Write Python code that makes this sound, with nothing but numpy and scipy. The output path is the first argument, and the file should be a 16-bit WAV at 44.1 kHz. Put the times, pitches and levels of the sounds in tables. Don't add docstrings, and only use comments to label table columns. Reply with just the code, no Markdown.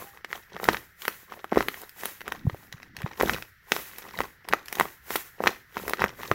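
import sys
import numpy as np
from scipy import signal
from scipy.fft import rfft, irfft, next_fast_len
from scipy.io import wavfile

SR = 44100
rng = np.random.default_rng(int(sys.argv[2]) if len(sys.argv) > 2 else 0)


def pcm_store(signal):
    levels = np.round(np.clip(np.atleast_2d(signal), -1, 1) * 32767)
    wavfile.write(sys.argv[1], SR, levels.astype(np.int16).T)


N = 279946
T = np.arange(N) / SR

# frequency in Hz, relative level in dB.
ROOM_TONE_SPECTRUM = [(25, 12), (70, 22), (180, 15.5), (700, -54.5), (1300, 12.5), (1900, 18), (2500, 1),
                      (6000, -6), (9000, -64), (15000, -98)]
# frequency in Hz, relative level in dB.
WALL_SPECTRUM = [(100, 11.5), (400, -2.5), (750, -7), (1600, -4), (3000, -4), (8000, 2), (15000, 4)]
# time in seconds, peak in dB, pitch in Hz.
HAND_BUMPS = [(2.455, -21, 184), (2.477, -11.5, 120), (2.537, -31.5, 102), (2.747, -35.5, 130),
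              (2.989, -40.5, 117), (3.046, -19.5, 138), (6.317, -23, 114)]
# frequency in Hz, relative level in dB.
AIR_SPECTRUM = [(150, -26), (330, -12.5), (1300, -1), (1950, 1), (3000, -4.5), (4300, -8.5), (7400, -6),
                (8700, -11), (12300, -1.5), (15500, -1)]
# start of the hold in seconds, hold in seconds, paper level in dB, air level in dB (both before trim).
HAND_STROKES = [(0.0, 0.01, -40.5, -44), (0.145, 0.021, -51.5, -67), (0.316, 0.053, -44.5, -53),
                (0.551, 0.005, -40.5, -62.0), (0.632, 0.103, -37, -43.5), (1.018, 0.12, -50, -46.5),
                (1.311, 0.055, -46, -56), (1.576, 0.007, -29.5, -45.5), (1.61, 0.22, -51, -50),
                (2.006, 0.081, -46.5, -42), (2.271, 0.086, -44.5, -60.5), (2.474, 0.17, -56, -58),
                (2.731, 0.11, -54.5, -66), (2.997, 0.14, -47, -59), (3.214, 0.13, -33.5, -42),
                (3.739, 0.04, -39.5, -39.5), (3.848, 0.15, -50, -50), (4.056, 0.12, -44.5, -55.5),
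                (4.192, 0.015, -34.5, -48), (4.511, 0.009, -36, -54.0), (4.691, 0.07, -50.5, -51),
                (4.786, 0.035, -36, -41), (5.117, 0.025, -39.5, -35.5), (5.459, 0.0035, -30.5, -44.5),
                (5.774, 0.12, -39.5, -47.5), (6.014, 0.005, -30.0, -50.5), (6.197, 0.199, -44, -49)]
# centre in Hz, width in Hz, relative level in dB.
SHELL_MODES = [(382, 300, 2), (920, 130, -5.5), (1912, 170, 3.5), (3600, 2900, -3.5), (5550, 1100, 1.5)]
# centre in Hz, width in Hz, relative level in dB.
TAPE_MODES = [(4300, 6500, 1), (12800, 5400, 5)]
# time in seconds, level in dB over 1 ms, facet pitch in Hz, tape crack in dB over 1 ms.
FACET_SNAPS = [(0.174, -38, 1920, -68), (0.247, -24, 2040, -45), (0.3295, -18.5, 1620, -43.0),
               (0.5658, -24.5, 1140.0, -52.0), (0.6, -25.5, 1200, -53), (0.633, -21.5, 800, -50),
               (0.642, -24.5, 2190, -24.5), (0.6879, 0, 1630, -40), (0.7332, -23, 1400, -29),
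               (0.746, -17.5, 1690, -53), (0.7697, -24.5, 2420.0, -53), (1.0205, -31.5, 2640, -35.5),
               (1.053, -23.5, 2000, -32), (1.081, -12.5, 1630.0, -22.0), (1.3223, -26.5, 1360, -51),
               (1.4441, -23, 1270, -43), (1.52, -22.5, 1150, -55), (1.5245, -10.5, 600, -60),
               (1.5312, -24.5, 1360.0, -45), (1.5596, -18, 1150, -51), (1.573, -3, 510, -50),
               (1.6074, -12, 1300, -45), (1.6265, -25, 1490, -35), (1.6851, -14.5, 1730, -27),
               (1.743, -29, 1690.0, -46), (1.8175, -51, 1830, -34), (1.8351, -33, 1280, -48.5),
               (1.8941, -45.5, 2730, -37.5), (2.0354, -23.5, 1300, -34.5), (2.0563, -23.5, 1280, -20.5),
               (2.2075, -32, 1820.0, -42.0), (2.2157, -29.5, 1690, -43), (2.2799, -21.5, 1280, -34.5),
               (2.322, -18.5, 1750.0, -33.5), (2.359, -39, 1830, -59), (2.4683, -28.5, 570.0, -56),
               (2.4978, -24.5, 1200, -61.5), (2.5462, -29.0, 823, -49), (2.7265, -29.5, 2800, -41.5),
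               (2.8307, -34, 2030, -53.5), (2.9672, -29, 2600.0, -38), (3.0192, -29, 2010, -41.5),
               (3.0629, -22, 1120, -62), (3.1995, -18, 975, -42), (3.2047, -20.5, 2000, -33),
               (3.2111, -9.5, 1310, -43), (3.2247, -29, 2700, -24.5), (3.2333, -8.5, 600, -35.0),
               (3.2959, -10.0, 1620, -36), (3.3842, -32.5, 1300, -42.5), (3.4246, -27.5, 2240, -44),
               (3.7202, -7, 2000, -21.5), (3.7649, -18.5, 1440, -33.0), (3.9844, -34.0, 1730, -30),
               (4.1892, -20, 1730, -33), (4.2053, -12, 1330, -33), (4.2157, -24.5, 1590, -40),
               (4.4877, -24.0, 1980, -29.5), (4.5271, -16, 1930, -49), (4.5356, -5.5, 1380, -29),
               (4.6588, -41.5, 2600, -39.5), (4.6835, -30, 2280, -37), (4.7273, -22, 1760, -25),
               (4.7544, -31.5, 2620, -31.0), (4.7987, -8.5, 1420, -21), (4.81, -7.5, 1010, -39),
               (4.8553, -24.0, 1000, -43), (5.1062, -20.0, 1230, -29.5), (5.1575, -14.0, 1430, -26),
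               (5.1605, -21, 2590, -20), (5.4049, -15.5, 685, -61.5), (5.4387, -14, 1190, -34.5),
               (5.4604, -17, 1430, -42.5), (5.4712, -6.5, 1320, -30), (5.4751, -7.0, 2200, -26.5),
               (5.4926, -22.5, 1030, -41), (5.7698, -17.5, 1140, -48), (5.8804, -20, 1300, -28.5),
               (5.8965, -23, 1410.0, -23.5), (5.909, -25, 880.0, -43), (5.9353, -12.5, 1460, -30.5),
               (5.9947, -21.5, 1300, -44.0), (6.02, -10.5, 1420, -34), (6.0414, -8, 1210, -29),
               (6.0614, -24, 1400, -48), (6.2332, -24.5, 1580, -39.5), (6.315, -7, 1210, -34.0)]

TOP_HZ = 15750
PAPER_RISE_DB_PER_S, PAPER_FALL_DB_PER_S = 328, 228.5
AIR_RISE_DB_PER_S, AIR_FALL_DB_PER_S = 282.5, 124.5
MIDDLE_FACET_HZ, BELLY_DB, BELLY_DB_PER_OCTAVE = 1370, 0.5, 9
RUB_BELOW_BUMP_DB, RUB_LEAD_S, RUB_FADE_DB_PER_S = -28, 0.132, 120
RUB_MOST_DB = -54.5
SQUEAK_S, SQUEAK_HALF_S, SQUEAK_HZ, SQUEAK_DB = 0.075, 0.036, 800, -51


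def undb(db):
    return 10 ** (np.asarray(db) / 20)


def unit(x):
    return x / np.sqrt(np.mean(x ** 2))


def noise(size=N):
    return rng.standard_normal(size)


def colour(x, points):
    hz, db = np.transpose(points)
    size = next_fast_len(len(x))
    f = np.maximum(np.fft.rfftfreq(size, 1 / SR), 1)
    gain = undb(np.interp(np.log(f), np.log(hz), db))
    return irfft(rfft(x, size) * gain, size)[:len(x)]


def walk(rate):
    knots = rng.standard_normal(2048)
    return np.interp(T * rate, np.arange(len(knots)), knots)


def add(out, sound, s):
    start = int(s * SR) - len(sound) // 2
    lo, hi = max(start, 0), min(start + len(sound), N)
    if hi > lo:
        out[lo:hi] += sound[lo - start:hi - start]


def swell(gestures, rise_db_per_s, fall_db_per_s):
    t = T[::50]
    power = np.zeros(len(t))
    for s, hold_s, db in gestures:
        before = np.maximum(s - t, 0)
        after = np.maximum(t - s - hold_s, 0)
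        power += undb(db - rise_db_per_s * before - fall_db_per_s * after) ** 2
    return np.interp(T, t, np.sqrt(power))


def resonance(f, hz, width):
    return 1j * f * width / (hz ** 2 - f ** 2 + 1j * f * width)


def room_tone(level_db=-59):
    return unit(colour(noise(), ROOM_TONE_SPECTRUM)) * undb(level_db + 0.803 * walk(0.57))


def room(x, wet_db=-14, t60=0.34, near_db=-14, near_s=0.0073, size=24000):
    t = np.arange(size) / SR
    near = noise(size) * np.exp(-t / near_s) * (t > .0015)
    near = colour(near, [(200, 14.5), (800, -2.5), (1200, 4.5), (2000, -5.5), (2800, 6), (15000, 7)])
    tail = colour(noise(size) * undb(-60 * t / t60) * (t > .007), WALL_SPECTRUM)
    near_norm = np.sqrt(near_s * SR / 2)
    tail_norm = np.sqrt(t60 * SR / 2 / np.log(1000))
    response = undb(near_db) * near / near_norm + undb(wet_db) * tail / tail_norm
    return x + signal.fftconvolve(x, response)[:N]


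def rub(slide):
    rumble = colour(noise(), [(40, -9), (90, -3.5), (180, -6.5), (300, -5), (900, -73)])
    return unit(rumble) * slide


def bumps(cycles=0.66):
    out, t = np.zeros(N), np.arange(-2048, 2048) / SR
    for s, db, hz in HAND_BUMPS:
        envelope = np.exp(-(t * hz / cycles) ** 2)
        add(out, undb(db) * np.cos(2 * np.pi * hz * t) * envelope, s)
    return out


def squeak(waver=0.0068):
    phase = 2 * np.pi * np.cumsum(SQUEAK_HZ * (1 + waver * walk(60))) / SR
    envelope = np.exp(-((T - SQUEAK_S) / SQUEAK_HALF_S) ** 2)
    return undb(SQUEAK_DB) * np.sin(phase) * envelope


def air(flow, trim_db=1):
    return unit(colour(noise(), AIR_SPECTRUM)) * flow * undb(trim_db + 2 * walk(33))


def flex(press, level_db=-50, growth=1.94):
    low = colour(noise(), [(25, -15.0), (85, 0.5), (220, -5.5), (360, -6.0), (700, -18), (1500, -41.5)])
    return unit(low * press ** growth * undb(3.0 * walk(40))) * undb(level_db)


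def belly(facet_hz):
    return BELLY_DB - BELLY_DB_PER_OCTAVE * np.log2(facet_hz / MIDDLE_FACET_HZ)


def buckle(db, facet_hz, belly_db, crack_db, rough, quickness=2.03, facet_db=4.5, damping=0.79,
           dipole_hz=320, detune=0.029, scatter_db=2, crack_s=0.002, build_s=0.00074, size=768):
    f, t = np.fft.rfftfreq(size, 1 / SR), (np.arange(size) - size // 2) / SR
    hz, width, mode_db = np.transpose(SHELL_MODES)

    shift, strength = rng.standard_normal((2, len(hz)))
    is_belly = np.arange(len(hz)) == 0
    gain = undb(mode_db + scatter_db * strength + belly_db * is_belly)
    shell = resonance(f[:, None], hz * np.exp(detune * shift), width) @ gain
    facet = undb(facet_db) * resonance(f, facet_hz, damping * facet_hz)

    slips = noise(size) * np.exp(-np.abs(t) / np.where(t < 0, build_s, crack_s))
    force = (t == 0) + rough * slips / np.linalg.norm(slips)
    push = 1 / (1 + (f / (quickness * facet_hz)) ** 2) ** 2
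    radiation = f ** 2 / np.hypot(f ** 2, dipole_hz ** 2)
    body = irfft(rfft(force) * push * (shell + facet) * radiation)

    tape = sum(undb(g) * resonance(f, centre, w) for centre, w, g in TAPE_MODES) * (f < TOP_HZ)
    crack = irfft(rfft(slips * np.exp(-np.abs(t) / crack_s)) * tape)

    millisecond = np.sqrt(SR / 1000 / size)
    return millisecond * (undb(db) * unit(body) + undb(crack_db) * unit(crack))


def crinkle(press, facet_hz=1400, spread_db=6.5, belly_db=0, crack_db=-29, trim_db=-2, count=2100):
    out = np.zeros(N)
    times = rng.uniform(0, N / SR, count)
    chance = np.clip(rng.standard_normal((count, 3)), -2, 2)
    for s, (strength, smallness, belly_chance) in zip(times, chance):
        db = spread_db * strength
        hz = facet_hz * np.exp(0.5 * smallness)
        crease = buckle(db, hz, belly_db + 4 * belly_chance, db + crack_db, rough=1.6,
                        quickness=2.2, facet_db=7.5, damping=0.18)
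        add(out, crease, s)
    return unit(out) * press * undb(trim_db)


def crackle(press, above_press_db=4, spread_db=4, facet_hz=1750, light_press_db=-48, octaves_per_db=0.19,
            spread_octaves=0.34, crack_db=-24, rough=0.8, count=190):
    out = np.zeros(N)
    times = rng.uniform(0, N / SR, count)
    pressed = 20 * np.log10(np.interp(times, T, press) + 1e-9)
    chance = np.clip(rng.standard_normal((count, 3)), -1.7, 1.7)
    for s, press_db, (strength, smallness, taped) in zip(times, pressed, chance):
        db = press_db + above_press_db + spread_db * strength
        lowering = octaves_per_db * max(press_db - light_press_db, 0)
        hz = facet_hz * 2 ** (spread_octaves * smallness - lowering)
        add(out, buckle(db, hz, belly(hz), db + crack_db + spread_db * taped, rough), s)
    return out


def snaps(rough=0.3, tidying=0.33):
    out = np.zeros(N)
    for s, db, facet_hz, crack_db in FACET_SNAPS:
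        roughness = rough * undb(-tidying * db)
        add(out, buckle(db, facet_hz, belly(facet_hz), crack_db, roughness), s)
    return out


def scene():
    paper_strokes = [(s, hold_s, db) for s, hold_s, db, _ in HAND_STROKES]
    air_strokes = [(s, hold_s, db) for s, hold_s, _, db in HAND_STROKES]
    rubs = [(s - RUB_LEAD_S, RUB_LEAD_S, min(db + RUB_BELOW_BUMP_DB, RUB_MOST_DB)) for s, db, _ in HAND_BUMPS]
    press = swell(paper_strokes, PAPER_RISE_DB_PER_S, PAPER_FALL_DB_PER_S)
    flow = swell(air_strokes, AIR_RISE_DB_PER_S, AIR_FALL_DB_PER_S)
    slide = swell(rubs, RUB_FADE_DB_PER_S, RUB_FADE_DB_PER_S)
    toy = snaps() + crackle(press) + crinkle(press) + flex(press) + air(flow) + squeak()
    return (room(toy) + bumps() + rub(slide) + room_tone())[None]


def record(dry):
    low_pass = signal.ellip(10, .2, 70, TOP_HZ, fs=SR, output="sos")
    return signal.sosfilt(low_pass, np.clip(dry, -1, 1))


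dry = scene()
out = record(dry)
pcm_store(out)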